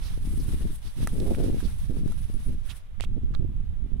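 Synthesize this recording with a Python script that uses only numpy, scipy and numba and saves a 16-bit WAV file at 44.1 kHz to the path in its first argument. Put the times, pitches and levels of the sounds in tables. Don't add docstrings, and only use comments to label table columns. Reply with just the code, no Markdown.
import sys
import numpy as np
from scipy import signal
from scipy.fft import rfft, irfft
from scipy.io import wavfile
from scipy.ndimage import uniform_filter1d
from numba import njit

SR = 44100
rng = np.random.default_rng(int(sys.argv[2]) if len(sys.argv) > 2 else 0)


def dump_mix(stems):
    frames = np.atleast_2d(stems).T
    limited = np.clip(frames, -1, 1)
    pcm = np.round(limited * 32767).astype(np.int16)
    wavfile.write(sys.argv[1], SR, pcm)


N = 176400
GRAINS_PER_S, GRAIN_SPREAD_DB = 9000, 0.5


def undb(db):
    return 10 ** (np.asarray(db) / 20)


def unit(x):
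    return x / np.sqrt(np.mean(x ** 2))


def steady(x):
    return x / np.sqrt(uniform_filter1d(x ** 2, size=5000) + 1e-12)


def curve(table, column):
    rows = np.array(table)
    return np.interp(np.arange(N) / SR, rows[:, 0], rows[:, column])


def colour(x, table):
    rows = np.array(table, float)
    log_f = np.log(np.maximum(np.arange(N // 2 + 1) * SR / N, 1))
    gains = undb([np.interp(log_f, np.log(rows[:, 0]), db) for db in rows[:, 1:].T])
    return irfft(rfft(x) * unit(gains), N)


def band(x, hz, width):
    edges = np.minimum(hz * np.exp(np.array([-width, width]) / 2), SR / 2 - 1)
    return signal.sosfilt(signal.butter(2, edges, "band", fs=SR, output="sos"), x)


@njit
def lowpass(x, hz):
    y, band_state, low_state = np.empty(len(x)), 0., 0.
    for i in range(len(x)):
        g = np.tan(np.pi * hz[i] / SR)
        bandpassed = (band_state + g * (x[i] + 1e-18 - low_state)) / (1 + g * (g + 1.5))
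        y[i] = low_state + g * bandpassed
        band_state, low_state = 2 * bandpassed - band_state, 2 * y[i] - low_state
    return y


def fluctuation(per_s):
    hold = max(int(SR / per_s), 1)
    stairs = rng.standard_normal(N)[np.arange(N) // hold]
    return unit(uniform_filter1d(stairs, hold))


def grains(per_s, spread_db):
    hits = rng.random(N) < per_s / SR
    signs = np.sign(rng.standard_normal(N))
    sizes = undb(spread_db * np.minimum(rng.exponential(size=N), 4))
    return unit(hits * signs * sizes)


def swell(at, half_ms):
    return np.exp(-((np.arange(N) / SR - at) * 1000 / half_ms) ** 2 / 2)


def pan(left_db):
    return np.array([[undb(left_db)], [1]])


def distant_air():
    # f/Hz, relative level/dB
    spectrum = [(600, 5), (3700, -3), (4500, -15), (7000, -16.5), (10200, -12), (16000, -22.5)]
    return colour(rng.standard_normal((2, N)), spectrum) * undb(-63.5)


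def wind_strength_db(port):
    # t/s, left level/dB, right level/dB
    breeze = [(0.0, -52.5, -46), (0.5, -36, -44.5), (0.7, -39.5, -46), (0.82, -68, -60), (0.94, -63, -64),
              (1.0, -39.5, -47), (2.2, -48.5, -43), (2.56, -51, -44), (2.72, -74, -47.5), (2.83, -63, -75),
              (3.0, -61, -44.5), (3.25, -42, -38), (4.0, -58.5, -45)]
    # start t/s, duration/s, level/dB, port (0 left, 1 right)
    gusts = [(0.215, 0.5, -36.5, 0), (0.834, 0.032, -39.5, 0), (0.96, 0.044, -33, 1),
             (1.001, 0.056, -33.5, 0), (1.121, .11, -31, 1), (1.247, 0.08, -28, 1), (1.13, 0.247, -32.5, 0),
             (1.366, .14, -30, 1), (1.385, 0.18, -29.5, 0), (1.62, 0.059, -33, 1), (1.893, 0.089, -30.5, 1),
             (1.969, 0.13, -34, 0), (2.338, 0.018, -36, 1), (2.456, 0.091, -38.5, 0),
             (2.459, 0.075, -35, 1), (3.064, 0.053, -39, 0), (3.159, 0.025, -31.5, 1),
             (3.381, 0.11, -35, 1), (3.836, 0.14, -37.5, 1)]
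    attack_s, release_s = .008, .02
    t = np.arange(N) / SR
    power = undb(curve(breeze, 1 + port)) ** 2
    for at, length, db, side in gusts:
        if side == port:
            rise = np.clip((t - at) / attack_s, 0, 1)
            fall = np.exp(-np.maximum(t - at - length, 0) / release_s)
            power += (undb(db) * rise * fall) ** 2
    return 10 * np.log10(power)


def wind(port):
    # f/Hz, relative level/dB
    rumble_spectrum = [(14, 1.5), (50, -6), (85, -12), (130, -21.5), (200, -33), (400, -84)]
    full_wind_db, full_rumble_db = -40, (-25, -22.5)[port]
    reference_hz, reference_db, db_per_octave = 274.3, -37, 24.5
    strength_db = wind_strength_db(port)
    surge = undb(3.5 * fluctuation(per_s=22))
    rumble = colour(rng.standard_normal(N), rumble_spectrum)[0]
    rumble_db = full_rumble_db + 0.62 * np.minimum(strength_db - full_wind_db, 0)
    squall_octaves = 0.57 * np.exp(-((np.arange(N) / SR - 1.33) / 0.2) ** 2)
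    octaves = (strength_db - reference_db) / db_per_octave + squall_octaves
    cutoff_hz = np.clip(reference_hz * 2 ** octaves, 20, SR / 10)
    low_cut = signal.butter(2, 95.4, "high", fs=SR, output="sos")
    eddies = lowpass(signal.sosfilt(low_cut, grains(per_s=380, spread_db=4.5)), cutoff_hz)
    fizz = undb(-24.5) * eddies
    buffet = lowpass(lowpass(eddies, cutoff_hz), 2 * cutoff_hz) + fizz
    return steady(rumble * surge) * undb(rumble_db) + steady(buffet * surge) * undb(strength_db + 0.5)


def thumps():
    # t/s, level/dB, half width/ms, port (0 left, 1 right)
    eddies = [(0.177, -24.5, 1.15, 0), (0.486, -15, 3.4, 1), (0.653, -22, 1.24, 0), (1.546, -19, 1.27, 0),
              (1.898, -15.5, 1.8, 1), (2.061, -13.5, 1.75, 0), (2.3, -25, 1.26, 0), (3.18, -23, 1.22, 1),
              (3.397, -14, 3.3, 1), (3.449, -18, 1.55, 1)]
    t, out = np.arange(N) / SR, np.zeros((2, N))
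    for at, db, half_ms, port in eddies:
        passage = 2 * (t - at) / (half_ms / 1000)
        pulse = np.sqrt(2) * passage / np.cosh(np.clip(passage, -20, 20))
        out[port] += undb(db) * pulse
    return out


def swishes():
    # middle t/s, half duration/ms, left level/dB
    strokes = [(2.21, 45, -54.5), (2.345, 18, -52), (2.46, 15, -48)]
    left_db = 18
    envelope = sum(undb(db) * swell(at, half_ms) for at, half_ms, db in strokes)
    resonance = unit(band(rng.standard_normal((2, N)), hz=10200, width=0.1))
    return pan(left_db) / undb(left_db) * resonance * envelope


def scrapes():
    # middle t/s, half duration/ms, right level/dB, resonance f/Hz, left minus right/dB
    rubs = [(.062, 25, -48.5, 4600, -13), (0.406, 13, -51, 4740, -10), (0.873, 20, -51.5, 4200, -14),
            (1.653, 14, -48, 4150, -20), (2.708, 10.8, -40, 3120, -15), (2.713, 42, -60, 1510, 1),
            (3.027, 9, -40.5, 2700, -32), (3.046, 4.4, -42.5, 3000, -12), (3.346, 6, -44, 1320, -24)]
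    out = 0
    for at, half_ms, db, hz, left_db in rubs:
        slips = grains(GRAINS_PER_S, GRAIN_SPREAD_DB)
        resonance = unit(band(slips, hz, width=.5))
        skirts = undb(-2.5) * unit(band(slips, hz, width=2.1))
        out += pan(left_db) * unit(resonance + skirts) * swell(at, half_ms) * undb(db)
    return out


def casing_knock(age):
    # f/Hz, relative level/dB
    modes = [(710, -7), (1300, -17)]
    decay_s = 0.00075
    return sum(undb(db) * np.sin(2 * np.pi * hz * age) for hz, db in modes) * np.exp(-age / decay_s)


def crunches_and_clicks():
    # t/s, level/dB, resonance f/Hz, burst decay/ms, relative top level/dB, left minus right/dB
    impacts = [(1.073, -18.5, 1520, 2.0, 1, -4), (1.2005, -29, 3800, 3, -6, -10),
               (1.3475, -29, 1750, 2, -26, -5), (1.604, -36, 1350, 4, -1, -4),
               (2.0775, -40, 1200, 3, 2, -4), (2.121, -38, 1300, 3.5, 5, -3), (2.339, -43, 5000, 2, 1, -5),
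               (3.0006, -24, 2000, 1.2, -24, -22), (3.0078, -15, 3100, .9, -5, -18),
               (3.039, -24.5, 1250, .6, -2, -8), (3.3498, -24.5, 3050, 1.1, -17, -20)]
    # f/Hz, left relative level/dB, right relative level/dB
    top_spectrum = [(2000, -60, -45), (4000, 0, 10.5), (7000, 7, 18), (10600, 19, 17), (15200, 11, -4)]
    snap_cycles, burst_db, width = .7, -4, 0.51
    t, body, top = np.arange(N) / SR, 0, 0
    for at, db, hz, decay_ms, top_db, left_db in impacts:
        age = np.maximum(t - at, 0)
        swing = np.sin(2 * np.pi * hz * age) * np.exp(-age * hz / snap_cycles)
        snap = (swing + casing_knock(age)) * undb(db)
        envelope = (t >= at) * np.exp(-age * 1000 / decay_ms) * undb(db + burst_db) / 2
        noise = rng.standard_normal((3, N))
        bandwidth_gain = np.sqrt(SR / 2 / hz / width)
        burst = band(noise[0] * envelope, hz, width) * bandwidth_gain
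        body += pan(left_db) * (snap + burst)
        top += pan(left_db) * noise[1:] * envelope * undb(top_db)
    return body + colour(top, top_spectrum)


def step_rustle():
    # t/s, coarse level/dB, fine level/dB before its offset
    steps = [(0.08, -51.5, -54), (0.12, -53, -55.5), (0.26, -57, -54), (0.4, -55.5, -50),
             (0.55, -52.5, -50.5), (0.7, -58.5, -57.5), (0.76, -57, -47), (0.8, -64, -62.5),
             (0.86, -50, -52), (0.94, -60.5, -59.5), (1.02, -46.5, -47.5), (1.14, -55.5, -52),
             (1.48, -50, -50.5), (1.52, -55.5, -56.5), (1.66, -50.5, -50.5), (1.78, -57, -55.5),
             (2.04, -60.5, -61.5), (2.2, -57.5, -57.5), (2.5, -59.5, -59), (2.63, -66.5, -71.5),
             (2.66, -58.5, -56.5), (2.775, -58, -52), (2.81, -66, -72), (2.88, -78, -88)]
    # f/Hz, left relative level/dB, right relative level/dB
    coarse = [(980, -1, 1), (2700, -6.5, 1), (3730, -8.5, 3), (4300, -9.5, -2), (6060, -10.5, -2.5),
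              (6800, -9.5, -12.5), (15000, -50, -19)]
    fine = [(2980, -55, -56), (6900, -18, -11.5), (8300, -5, -5), (9400, -1, -5), (10250, 3, -8.5),
            (11840, -5.5, -16), (14000, -11.5, -21), (16000, -11.5, -23)]
    fine_offset_db = -1.5
    flutter_db = 2 * fluctuation(per_s=60)
    out = 0
    for spectrum, db in ((coarse, curve(steps, 1)), (fine, curve(steps, 2) + fine_offset_db)):
        crackle = np.array([grains(GRAINS_PER_S, GRAIN_SPREAD_DB) for _ in range(2)])
        out += colour(crackle, spectrum) * undb(db + flutter_db)
    return out


def scene():
    background = distant_air() + np.array([wind(port) for port in range(2)]) + thumps()
    return background + step_rustle() + crunches_and_clicks() + scrapes() + swishes()


def record(dry):
    cutoff_hz = 15700
    return signal.sosfilt(signal.ellip(10, .2, 80, cutoff_hz, fs=SR, output="sos"), dry)


dry = scene()
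out = record(dry)
dump_mix(out)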